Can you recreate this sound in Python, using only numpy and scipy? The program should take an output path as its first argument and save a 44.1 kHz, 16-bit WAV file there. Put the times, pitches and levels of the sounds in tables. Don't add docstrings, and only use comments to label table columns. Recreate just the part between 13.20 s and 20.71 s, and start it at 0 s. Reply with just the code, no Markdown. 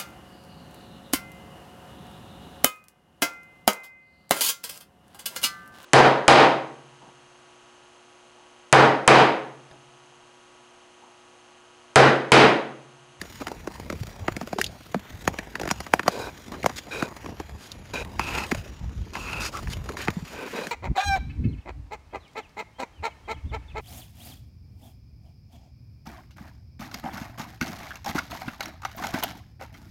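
import sys
import numpy as np
from scipy import signal
from scipy.fft import rfft, irfft, next_fast_len
from scipy.io import wavfile
from scipy.ndimage import uniform_filter1d, map_coordinates

SR = 44100
rng = np.random.default_rng(int(sys.argv[2]) if len(sys.argv) > 2 else 0)


def output_pcm(signal):
    pcm = np.clip(np.atleast_2d(signal).T, -1, 1) * 32767
    wavfile.write(sys.argv[1], SR, np.round(pcm).astype(np.int16))


N = 331191

RUMBLE_DB, RUMBLE_FOLLOWS = -48.5, 0.86
RATTLE_S, RATTLE_DB = 0.002005, -13.5
CRUMBLE_DB, CRUMBLE_FADES = -29.5, 0.41
BRIGHTER = 0.19
BITE_S, LIFT_S = 0.0055, 0.02
SWELL_DB, SAG_DB = (7, 8, 4.5), (5, 8.5, 5.5)
DULLS_DB_PER_S = 0.8
CHATTER_WIDTH = 0.11
TOP_HZ = 16900


def amp(db):
    return 10 ** (np.asarray(db) / 20)


def unit(x):
    return x / np.sqrt(np.mean(x ** 2) + 1e-20)


def peak(x):
    return x / np.abs(x).max()


def along(points, hz):
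    f, db = np.transpose(points)
    return amp(np.interp(np.log(hz + 1), np.log(f + 1), db, -120, -120))


def curves(rows, outside=None):
    s, *cols = np.transpose(rows)
    return [np.interp(np.arange(N) / SR, s, c, outside, outside) for c in cols]


def wobble(rate):
    knots = rng.standard_normal(int(N * rate / SR) + 4)
    return map_coordinates(knots, [np.arange(N) * rate / SR])


def filtered(x, response):
    m = next_fast_len(len(x) + 8192)
    return irfft(rfft(x, m) * response(np.fft.rfftfreq(m, 1 / SR)), m)[:len(x)]


def resonance(f, hz, width_hz):
    return 1j * f * width_hz / (hz * hz - f * f + 1j * f * width_hz)


def below(f, hz):
    return 1 / np.sqrt(1 + (f / hz) ** 8)


def grit(response, spiky_db, lumpy_db, patchy_db=1.73):
    grain_gain = amp(spiky_db * wobble(900) + lumpy_db * wobble(90))
    z = signal.stft(grain_gain * rng.standard_normal(N), nperseg=512)[2]
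    patches = uniform_filter1d(rng.standard_normal(z.shape), size=5, axis=0)
    patches = uniform_filter1d(patches, size=24, axis=1)
    grains = signal.istft(z * amp(patchy_db * unit(patches)), nperseg=512)[1][:N]
    return unit(filtered(grains, response))


def glide():
    # (time [s], level [dB])
    glide_level = [(0, -52.5), (2.4, -53.5), (3.2, -52.5), (3.65, -53.5), (4.0, -54), (4.6, -57),
                   (5.35, -50), (5.6, -58), (5.9, -56.5), (6.45, -52), (6.7, -54), (7.51, -50.5)]
    # (frequency [Hz], gain [dB])
    hiss_colour = [(900, -9.5), (1500, -3), (2700, -5.5), (3200, -7), (7300, -15), (8000, -17),
                   (15600, -17.5), (15900, -80)]
    # (frequency [Hz], gain [dB])
    rumble_colour = [(110, -7), (220, 3), (500, -3.5), (950, -6), (1600, -18.5), (2500, -19.5)]
    hiss_db, = curves(glide_level)
    swing_db = hiss_db - hiss_db.mean()
    rumble_db = RUMBLE_DB + RUMBLE_FOLLOWS * swing_db
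    hiss = grit(lambda f: along(hiss_colour, f), 1.47, 1.9, 2.54)
    sheen = filtered(hiss, lambda f: f > 7600)
    hiss = amp(hiss_db) * (hiss - sheen + amp(0.89 * swing_db - 2.5) * sheen)
    rumble = grit(lambda f: along(rumble_colour, f), 1.9, 3.2, 2.94)
    return hiss + amp(rumble_db + 1.2 * wobble(13)) * rumble


def wind():
    # (time [s], buffet level [dB])
    gusts = [(0, -46), (.6, -44), (1.1, -38.5), (1.5, -48.5), (2.2, -42.5), (3.0, -49), (3.8, -47.5),
             (4.3, -41), (4.6, -44.5), (5.25, -37.5), (5.5, -40), (5.8, -34), (5.95, -43.5), (6.5, -36),
             (6.75, -37.5), (7.05, -43.5), (7.51, -61)]
    # (frequency [Hz], gain [dB])
    buffet_colour = [(18, -35), (40, -7.5), (65, -0.5), (110, -5), (200, -14), (400, -52)]
    noise = filtered(rng.standard_normal(N), lambda f: along(buffet_colour, f))
    lumps = unit(amp(4 * wobble(18)) * noise)
    db, = curves(gusts)
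    deep = filtered(lumps, lambda f: below(f, 66))
    return amp(db) * (lumps - deep + amp(0.46 * (db - db.mean())) * deep)


def blows():
    # (time [s], knock peak [dB], knock pitch [Hz],
    # thump over knock [dB], crack over knock [dB])
    impacts = [(0.015, -21, 1470, -8.5, -2.5), (0.27, -22, 900, -5.5, -5), (0.282, -24, 1070, -5, -5.5),
               (0.474, -24.5, 640, 3.5, -4), (0.701, -21.5, 1020, 2, -6), (0.726, -28.5, 730, 5, -6.5),
               (1.082, -12, 870, -2.5, -25), (1.166, -22.5, 1460, -0.5, -8), (1.213, -22, 845, -2, -11),
               (1.33, -17.5, 730, -5.5, -13.5), (1.386, -15.5, 720, -12, -11), (1.414, -9, 1840, -28, -7),
               (1.443, -14, 3360, -27, -7.5), (1.465, -23.5, 3700, -19, -7), (1.745, -14, 710, -5.5, -17.5),
               (2.077, -5.5, 795, -12.5, -13), (2.188, -19.5, 1640, -4.5, -8), (2.355, -16, 1380, -13, -13),
               (2.398, -23.5, 1120, 0.5, -7.5), (2.414, -24, 640, -2, -4), (2.434, -24.5, 1390, 0.5, -8),
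               (2.455, -23, 674, -9, -10), (2.476, -20, 960, -2, -7), (2.504, -19.5, 1050, -10, -9),
               (2.512, -10, 990, -9, -2.5), (2.604, -22.5, 860, -8, -6), (2.666, -25, 1080, -8, -11.5),
               (2.737, -1, 846, -14, -12.5), (2.795, -11.5, 1110, -9.5, -19), (2.832, -26, 1470, -8, -11),
               (2.869, -26, 1090, -4, -23), (2.88, -5, 776, -10, -7.5), (3.431, -25.5, 2080, -5, -4.5),
               (3.443, -16, 690, -4, -13), (3.461, -6, 770, -13, -11.5), (3.496, -22.5, 627, -20, -10),
               (3.825, -14.5, 740, -1.5, -14.5), (4.061, -25, 1030, -3, -12), (4.2, -27, 820, 5, -8),
               (4.518, -29, 3500, -21, -1), (4.995, -11, 960, -10.5, -13.5), (5.314, -19.5, 2000, -6, -8),
               (5.318, -14, 970, 0, -12), (5.348, -23.5, 910, -17, -7), (5.954, -20, 950, -14, -14.5),
               (5.968, -25, 950, -5.5, -18), (6.371, -26.5, 1210, -14, -4), (6.473, -25, 1200, -16, -20),
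               (6.534, -26.5, 3070, -22, 0), (6.691, -23, 780, -4.5, -10), (6.77, -22, 1250, -16, -11),
               (6.875, -20.5, 980, -7, -22), (6.883, -10.5, 1070, -2, -24), (7.47, -21, 1580, -14, -7.5)]
    # (frequency [Hz], gain [dB])
    crack_colour = [(1500, -53), (3000, -3.5), (5500, -1.5), (8000, -9), (13000, -12), (16500, -28)]
    out, size, lead = np.zeros(N + SR), 8192, 400
    f, t = np.fft.rfftfreq(size, 1 / SR), (np.arange(size) - lead) / SR
    splinters = rng.standard_normal((len(impacts), 2, size))
    delays = rng.random((len(impacts), 3, 1))

    def dying(before, after):
        return amp(-60 * np.where(t < 0, -t / before, t / after))

    crumbling = dying(0.011, 0.027) + 0.043 * dying(0.042, 0.28)
    splintering = dying(0.0014, 0.019) + 0.071 * dying(0.037, 0.12)
    sheet = np.exp(-4j * np.pi * 0.0746 * (np.sqrt(f) - f / 110))
    bounce = 1 + 0.37 * np.exp(-2j * np.pi * f * 0.00042)
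    body = (resonance(f, 305, 395) ** 2 + 0.97 * resonance(f, 202, 49)) * sheet
    air = along(crack_colour, f)
    for (s, db, knock_hz, thump_db, crack_db), (push, noise), late in zip(impacts, splinters, delays):
        rattle = 1 + amp(RATTLE_DB) * np.exp(-2j * np.pi * f * RATTLE_S * late).sum(axis=0)
        crumble = amp(CRUMBLE_DB - CRUMBLE_FADES * db)
        force = rfft((t == 0) + crumble * push * crumbling)
        contact = resonance(f, knock_hz, 1085) ** 2 / (1 + 1j * f / (2.8 * knock_hz))
        knock = irfft(force * contact * sheet * bounce * rattle)
        thump = irfft(force * body)
        tilt = (f / 5000 + 0.16) ** (BRIGHTER * np.log(knock_hz / 1000))
        crack = irfft(rfft(noise * splintering) * air * rattle * tilt)
        blow = peak(knock) + amp(thump_db) * peak(thump) + amp(crack_db) * peak(crack)
        out[round(s * SR):][:size] += amp(db) * blow
    return out[lead:N + lead]


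def jolts(hairlines):
    # (time [s], leap over the sliding sound [dB])
    crossings = [(0.124, 12.5), (0.316, 15), (0.598, 13.5), (0.833, 12), (0.869, 11.5), (1.121, 14),
                 (1.273, 15.5), (1.794, 9), (1.904, 9), (2.052, 10), (2.14, 13), (2.489, 19.5),
                 (3.319, 6.5), (3.966, 10.5), (4.044, 9), (4.294, 11.5), (4.848, 12.5), (5.151, 1),
                 (5.179, 1.5), (6.43, 12.5), (6.569, 9), (6.659, 11), (6.72, 10), (6.903, 18)]
    kicks = (rng.random(N) < hairlines / SR) * 1.11 * rng.random(N)
    for s, db in crossings:
        kicks[round(s * SR)] = amp(db)
    t = np.arange(SR // 20) / SR
    leap = amp(-60 * t / 0.017) * (1 - np.exp(-t / 0.00065))
    return 1 + signal.fftconvolve(kicks, leap / leap.max())[:N]


def steel(f, blade):
    # (frequency [Hz], gain [dB])
    rasp_colour = [(100, -23), (250, -3.5), (1000, -11), (3000, -9), (7300, -26.5), (15600, -35),
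                   (15900, -80)]
    modes = sum(amp(2 * db) * np.abs(resonance(f, hz, w)) ** 4 for hz, w, db in blade)
    return np.sqrt(along(rasp_colour, f) ** 2 + modes)


def pressure(pushes):
    out = np.zeros((3, N))
    for bite, hardest, lift, *peak_db in pushes:
        span = slice(round((bite - BITE_S) * SR), min(N, round((lift + LIFT_S) * SR)))
        t = np.arange(span.start, span.stop) / SR
        hold = np.clip(np.minimum((t - bite) / BITE_S + .5, (lift - t) / LIFT_S + .5), 0, 1)
        moments = (bite, hardest, lift)
        levels = [np.interp(t, moments, (db - swell, db, db - sag))
                  for db, swell, sag in zip(peak_db, SWELL_DB, SAG_DB)]
        out[:, span] += hold * amp(levels)
    return out


def shave(pushes, blade):
    grind, ring, spray = pressure(pushes)
    low = grit(lambda f: steel(f, blade) * below(f, 1250), 2.3, 1.6)
    mid = grit(lambda f: steel(f, blade) * below(f, 2570) * (1 - below(f, 1010)), 1.8, 2.1)
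    high = grit(lambda f: steel(f, blade) * (1 - below(f, 3170)), 2.0, 1.8)
    return grind * low + ring * mid + spray * high


def strokes():
    # (blade or scuff, bite [s], hardest [s], lift [s],
    # grind [dB], ring [dB], spray [dB])
    edge_pushes = [("scuff", 0.2, 0.221, 0.231, -34.5, -43, -46),
                   ("scuff", 1.386, 1.392, 1.408, -32.5, -42, -36),
                   ("left", 2.89, 3.0, 3.1, -33, -41.5, -43),
                   ("scuff", 3.316, 3.345, 3.365, -38, -47, -54.5),
                   ("scuff", 3.56, 3.588, 3.596, -45.5, -37.5, -38.5),
                   ("left", 3.71, 3.73, 3.865, -34, -35.5, -42.5),
                   ("scuff", 4.39, 4.45, 4.5, -53.5, -52, -51),
                   ("left", 4.735, 4.745, 4.83, -34, -33.5, -42),
                   ("right", 5.0, 5.17, 5.26, -34.5, -32, -41.5),
                   ("right", 5.935, 6.13, 6.295, -39.5, -36, -45),
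                   ("scuff", 6.2, 6.25, 6.295, -47, -38, -36), ("scuff", 6.32, 6.37, 6.41, -44, -45, -46.5),
                   ("scuff", 6.5, 6.53, 6.54, -46, -39, -39.5), ("scuff", 6.77, 6.82, 6.865, -42, -36, -42),
                   ("scuff", 7.05, 7.4, 7.49, -48, -43, -51), ("left", 7.125, 7.2, 7.29, -36.5, -44.5, -62),
                   ("left", 7.33, 7.385, 7.465, -32, -39, -45)]
    # (frequency [Hz], width [Hz], level [dB])
    left_modes = [(478, 200, 2.5), (960, 200, -3.5), (1530, 180, 0.5), (2465, 210, 5.5), (3880, 270, -3.5)]
    # (frequency [Hz], width [Hz], level [dB])
    right_modes = [(936, 380, -2), (1358, 250, -1.5), (2600, 340, 7)]
    blades = {"left": left_modes, "right": right_modes, "scuff": []}
    return sum(shave([row[1:] for row in edge_pushes if row[0] == kind], blade)
               for kind, blade in blades.items())


def sliding():
    both = jolts(25) * strokes() + jolts(80) * glide()
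    top = filtered(both, lambda f: 1 - below(f, 13500))
    return both - top + amp(2.0 - DULLS_DB_PER_S * np.arange(N) / SR) * top


def thuds():
    # (time [s], envelope peak [dB], starting pitch [Hz])
    boot_pushes = [(0.209, -30.5, 297), (0.736, -34, 470), (0.811, -22, 122), (1.118, -28, 101),
                   (1.229, -28.5, 255), (1.36, -29, 426), (1.398, -26.5, 417), (1.76, -20, 230),
                   (5.319, -18, 247), (6.7, -32, 460), (6.899, -27, 104), (6.968, -20.5, 190),
                   (7.025, -28.5, 180.5)]
    out, t = np.zeros(N + SR), np.arange(SR // 10) / SR
    swell = peak(amp(-60 * t / 0.049) * (1 - np.exp(-t / 0.0047)))
    for s, db, hz in boot_pushes:
        cycles = np.sin(2 * np.pi * hz * t * (1 - 3.5 * t))
        out[round(s * SR):][:len(t)] += amp(db) * swell * cycles
    return out[:N]


def whistle():
    # (time [s], pitch [Hz], level [dB])
    whistle_line = [(3.95, 11200, -72), (4.16, 11300, -70), (4.43, 11300, -71), (4.75, 10850, -66)]
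    hz, _ = curves(whistle_line)
    _, db = curves(whistle_line, -120)
    return amp(db + 4.5 * wobble(60)) * np.sin(2 * np.pi * np.cumsum(hz + 80 * wobble(300)) / SR)


def chatter():
    # (start [s], end [s], first pitch [Hz], last pitch [Hz], level [dB])
    bands = [(6.211, 6.293, 4690, 4700, -42), (6.208, 6.29, 1350, 1400, -39.5),
             (6.326, 6.404, 1250, 1220, -35.5)]
    out = np.zeros(N)
    for start, end, first_hz, last_hz, db in bands:
        u = np.linspace(0, 1, round((end - start) * SR))
        grains = amp(2.3 * wobble(203)[:len(u)]) * rng.standard_normal(len(u))
        fuzz = filtered(grains, lambda f: below(f, CHATTER_WIDTH * first_hz))
        turn = 2 * np.pi * np.cumsum(first_hz + (last_hz - first_hz) * u) / SR
        swell = np.sqrt(np.sin(np.pi * u).clip(0))
        out[round(start * SR):][:len(u)] += amp(db) * swell * unit(fuzz * np.sin(turn))
    return out


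def scene():
    return (blows() + thuds() + sliding() + chatter() + whistle() + wind())[None]


def record(dry):
    # (frequency [Hz], width [Hz], lift [dB])
    port_modes = [(4940, 200, 4.5), (5770, 72, 7), (6760, 380, 8)]

    def port(f):
        return amp(sum(db * np.abs(resonance(f, hz, w)) ** 2 for hz, w, db in port_modes))

    return filtered(dry[0], lambda f: port(f) * (f < TOP_HZ))[None]


dry = scene()
out = record(dry)
output_pcm(out)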